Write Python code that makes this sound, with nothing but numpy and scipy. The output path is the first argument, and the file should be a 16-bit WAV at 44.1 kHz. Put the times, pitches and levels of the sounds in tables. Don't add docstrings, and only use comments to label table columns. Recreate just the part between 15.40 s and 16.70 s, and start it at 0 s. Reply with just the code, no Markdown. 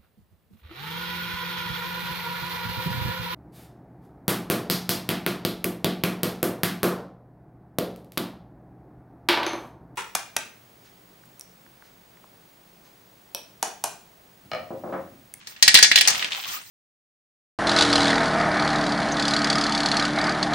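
import sys
import numpy as np
from scipy import signal
from scipy.io import wavfile

SR = 44100
rng = np.random.default_rng(int(sys.argv[2]) if len(sys.argv) > 2 else 0)


def transcribe(u):
    v = np.clip(np.atleast_2d(u).T, -1, 1)
    q = np.round(v * 32767).astype(np.int16)
    wavfile.write(sys.argv[1], SR, q)


N = 57330
TIME = np.arange(N) / SR
BAND_EDGES_HZ = np.r_[25, 70, 140, 250, np.geomspace(400, 16500, 21)]
BAND_HZ = np.sqrt(BAND_EDGES_HZ[1:] * BAND_EDGES_HZ[:-1])


def from_db(db):
    return 10 ** (np.asarray(db) / 20)


def unit_level(x):
    return x / np.sqrt(np.mean(x ** 2) + 1e-20)


def at_hz(table, hz):
    row_hz, value = np.transpose(table)
    return np.interp(np.log(hz), np.log(row_hz), value)


def band_gains(db):
    return from_db(db) * np.sqrt(np.diff(BAND_EDGES_HZ))


def pan(db):
    return from_db(np.array([[db], [-db]]) / 2)


def fade(fade_s):
    return np.exp(-np.log(1000) * TIME / fade_s)


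def add(out, start_s, sound):
    start = int(start_s * SR)
    out[:, start:] += sound[:, :N - start]


def wander(per_s):
    return np.interp(TIME * per_s, np.arange(4096), rng.standard_normal(4096))


def resonate(x, hz, width_hz):
    radius = np.exp(-np.pi * width_hz / SR)
    section = [1, 0, -1, 1, -2 * radius * np.cos(2 * np.pi * hz / SR), radius * radius]
    return signal.sosfilt([section, section], x + 1e-18)


# (frequency [Hz], likeness [1 = the same, 0 = unrelated])
STEREO_LIKENESS = [(60, 0.5), (200, 0.46), (600, 0.03), (2500, 0), (5000, 0.15), (9000, -0.1),
                   (14000, 0.46)]


def noise_bands():
    white, bands = rng.standard_normal((2, 2, N)), []
    for k, hz in enumerate(BAND_HZ):
        band_filter = signal.butter(2, BAND_EDGES_HZ[k:k + 2], "band", fs=SR, output="sos")
        mid, side = signal.sosfilt(band_filter, white[k % 2])
        alike = at_hz(STEREO_LIKENESS, hz)
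        bands.append(unit_level(np.sqrt(1 + alike) * mid + np.sqrt(1 - alike) * side * [[1], [-1]]))
    return np.array(bands)


def friction(tone, flicker_db, grain_db, grains_per_s):
    gains = band_gains(at_hz(tone, BAND_HZ))
    noise = sum(gain * band * from_db(flicker_db * wander(per_s=59.86))
                for gain, band in zip(gains, noise_bands()))
    return unit_level(noise * from_db(grain_db * wander(grains_per_s)))


# (frequency [Hz], level [dB])
ROOM_TONE = [(30, -6), (75, 10), (130, 6), (200, 11), (500, -9), (1000, -11), (1800, 0), (3200, -13),
             (6200, -3), (9000, -13), (15000, -27)]


def room_noise():
    gains = band_gains(at_hz(ROOM_TONE, BAND_HZ))
    return from_db(-60) * unit_level(np.einsum("b,bcn->cn", gains, noise_bands()))


# (time [s], level [dB])
SLIDE_LEVELS = [(.06, -80), (.082, -48), (.115, -45), (.15, -56), (.2, -62), (.66, -62), (.73, -46),
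                (.78, -33), (.83, -45.5), (.90, -55), (.97, -40), (1.06, -47), (1.085, -29.5), (1.12, -31),
                (1.165, -32), (1.205, -47), (1.3, -46.5)]
# (frequency [Hz], level [dB])
SLIDE_TONE = [(50, -7), (130, -8.5), (300, -8.5), (550, -11), (1200, 0), (2000, 2), (4000, 1.5),
              (7000, 0.5), (9700, 2), (11300, -28), (13500, -18), (15500, 10)]
# (time [s], length [s], pitch [Hz], level [dB])
PAPER_SQUEAKS = [(0.988, 0.025, 814, -40.5), (1.069, 0.023, 1140, -40.5), (1.16, 0.048, 1217, -37)]


def hand_on_paper():
    loudness = from_db(np.interp(TIME, *np.transpose(SLIDE_LEVELS)))
    out = loudness * friction(SLIDE_TONE, flicker_db=3.5, grain_db=-0.5, grains_per_s=1500)
    for middle_s, length_s, hz, db in PAPER_SQUEAKS:
        swell = np.exp(-(2 * (TIME - middle_s) / length_s) ** 2)
        squeak = unit_level(resonate(rng.standard_normal((2, N)), hz, width_hz=98))
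        out += from_db(db) * swell * squeak
    return out


# (time [s], level [dB])
ROLL_LEVELS = [(.62, -52), (.68, -24), (.76, -29), (.83, -32), (.90, -39.5), (.935, -32), (.98, -32.5),
               (1.02, -38.5), (1.06, -38), (1.2, -41.5), (1.3, -68)]
# (frequency [Hz], level [dB])
ROLL_TONE = [(60, -23), (200, -22), (400, -10.5), (800, -2.5), (1300, -0.5), (2000, 1.5), (3100, 2),
             (5000, -5), (8000, -11), (11000, -28), (15000, -27)]


def die_roll():
    loudness = from_db(np.interp(TIME, *np.transpose(ROLL_LEVELS)))
    return loudness * friction(ROLL_TONE, flicker_db=0, grain_db=3.5, grains_per_s=510)


# (time [s], level [dB])
TRAY_TAPS = [(0.653, -7.5), (0.7317, -14), (.7559, -13), (.7948, -15), (.8108, -29), (0.8455, -8),
             (.9205, -11.5), (0.9238, -17), (0.9318, -17), (0.944, -35), (.9490, -18), (0.96, -28),
             (0.9948, -22.5), (1, -23), (1.0296, -22.5), (1.0383, -19.5), (1.0464, -18.5)]


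def die_ticks():
    tick_hz, width_hz = 3060, 1900
    out = np.zeros((2, N))
    pulse = resonate(signal.unit_impulse(N), tick_hz, width_hz)
    pulse = -pulse / np.abs(pulse).max() * pan(db=2)
    for start_s, db in TRAY_TAPS:
        hiss = unit_level(resonate(rng.standard_normal((2, N)), tick_hz, width_hz))
        tail = from_db(-17.5) * hiss * fade(0.13)
        add(out, start_s, from_db(db) * (pulse + tail))
    return out


# (pitch [Hz], level [dB], fade time [s], left minus right [dB])
TOWER_NOTES = [(1328, -22.5, 0.32, -5), (1473, -10, 0.2, -10), (1704, -9.5, 0.28, -7.5),
               (1790, -17, 0.32, -9), (1905, -7, 0.12, -18), (2174, -22.5, 0.59, -16),
               (2324, -4.5, 0.13, 7.5), (2790, -10, 0.13, 2), (3477, -12, 0.15, 11.5),
               (4090, -6, 0.16, -12.5), (4540, -21, 0.36, 18), (4580, -17.5, 0.25, -7),
               (5370, -14.5, .2, 5), (6485, -12, 0.092, 16)]


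def tower_rings():
    rings = []
    for hz, db, fade_s, pan_db in TOWER_NOTES:
        wave = np.sin(2 * np.pi * hz * TIME + rng.uniform(-1.9, 1, (2, 1)))
        rings.append(from_db(db - 3.5) * pan(pan_db) * fade(fade_s) * wave)
    bass_cut = signal.butter(2, 900, "high", fs=SR, output="sos")
    return signal.sosfilt(bass_cut, np.array(rings) + 1e-18)


# (frequency [Hz], level [dB])
ECHO_LEVELS = [(60, -3), (200, -5.5), (600, -11.5), (1800, -8.5), (4000, -12.5), (8000, -6.5), (14000, -35)]
# (frequency [Hz], fade time [s])
ECHO_FADES = [(60, 0.52), (200, 0.74), (600, 0.45), (1800, 0.28), (4000, 0.31), (8000, 0.29), (14000, 0.1)]
# (frequency [Hz], left minus right [dB])
CLACK_SIDES = [(100, 8.5), (700, -1.5), (1600, -1), (3000, -2.5), (4800, 6), (6500, 0.5), (9000, -2),
               (14000, -1.5)]


def clack_shape():
    rise = 1 - np.exp(-TIME / 0.00013)
    crack = from_db(3) * fade(0.033)
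    shapes = []
    for hz in BAND_HZ:
        echo = from_db(at_hz(ECHO_LEVELS, hz)) * fade(at_hz(ECHO_FADES, hz))
        shapes.append(pan(at_hz(CLACK_SIDES, hz)) * (crack + echo) * rise)
    return np.array(shapes)


# (bottom [Hz], top [Hz])
CLACK_RANGES = [(300, 1200), (1500, 2500), (2500, 4500), (4500, 7000), (7000, 14000)]
# (time [s], then a level [dB] for each of the five ranges)
DIE_HITS = [(0.0713, -49, -44, -41.5, -38, -43), (0.1633, -80, -43.5, -44.5, -55, -60),
            (0.2253, -28, -19, -9, -10.5, -15), (0.2787, -31, -11.5, -9, -10, -14),
            (0.3429, -38, -15.5, -12, -10.5, -11), (0.3507, -29.5, -19, -0.5, -12, -18),
            (0.3569, -28, -12, -18, -23, -28), (.3727, -32.5, -19.5, -12, -22.5, -24),
            (0.3881, -32, -13.5, -29, -19, -22), (0.4268, -32, -11, -13, -2.5, -15),
            (.4446, -34.5, -16.5, -17, -18, -30), (0.5151, -32.5, -13, -11.5, -24.5, -28),
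            (0.5578, -31.5, -17, -8, -16.5, -18), (0.5756, -58, -18, -11.5, -36, -26),
            (0.5852, -33, -24, -18, -22, -27), (0.61, -35, -18, -12, -19.5, -19),
            (0.6751, -30, -20.5, -37, -12.5, -18), (0.6823, -28.5, -19.5, -21, -14.5, -19),
            (0.7019, -39.5, -33.5, -38, -22, -27), (0.8245, -40.5, -25.5, -26, -41, -44),
            (0.8454, -36, -29, -32.5, -40, -43)]
# (frequency [Hz], level [dB])
CLACK_TONE = [(50, -24), (200, -7.5), (400, -5), (800, 3), (1150, -12), (1700, -2), (3000, 1.5),
              (5200, 4.5), (6700, -3.5), (9000, 4.5), (11300, -15.5), (14000, -1.5)]


def die_clacks():
    out = np.zeros((2, N))
    bottom_hz, top_hz = np.transpose(CLACK_RANGES)
    range_hz = np.sqrt(bottom_hz * top_hz)
    note_hz = np.array(TOWER_NOTES)[:, 0]
    same_share = 0.32
    same_noise = np.sqrt(same_share) * noise_bands()
    fresh_noise = np.sqrt(1 - same_share) * np.tile(noise_bands(), 2)
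    shape, rings = clack_shape(), tower_rings()
    for start_s, *levels in DIE_HITS:
        density_db = levels - 10 * np.log10(top_hz - bottom_hz)
        band_db = np.interp(np.log(BAND_HZ), np.log(range_hz), density_db)
        gains = band_gains(band_db + at_hz(CLACK_TONE, BAND_HZ))
        offset = rng.integers(N)
        noise = same_noise + fresh_noise[:, :, offset:offset + N]
        burst = np.einsum("b,bcn->cn", gains, shape * noise)
        scatter_db = 4 * rng.standard_normal(len(note_hz))
        note_gains = from_db(np.interp(note_hz, range_hz, levels) + scatter_db)
        ringing = np.einsum("m,mcn->cn", note_gains, rings)
        add(out, start_s, burst + ringing)
    return out


def scene():
    return die_clacks() + die_ticks() + die_roll() + hand_on_paper() + room_noise()


def record(dry):
    ceiling, hardness, cutoff_hz = 0.98, 4.55, 15800
    rounded = dry / (1 + np.abs(dry / ceiling) ** hardness) ** (1 / hardness)
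    treble_cut = signal.ellip(10, 0.1, 60, cutoff_hz, fs=SR, output="sos")
    return np.clip(signal.sosfilt(treble_cut, rounded), -1, 1)


dry = scene()
out = record(dry)
transcribe(out)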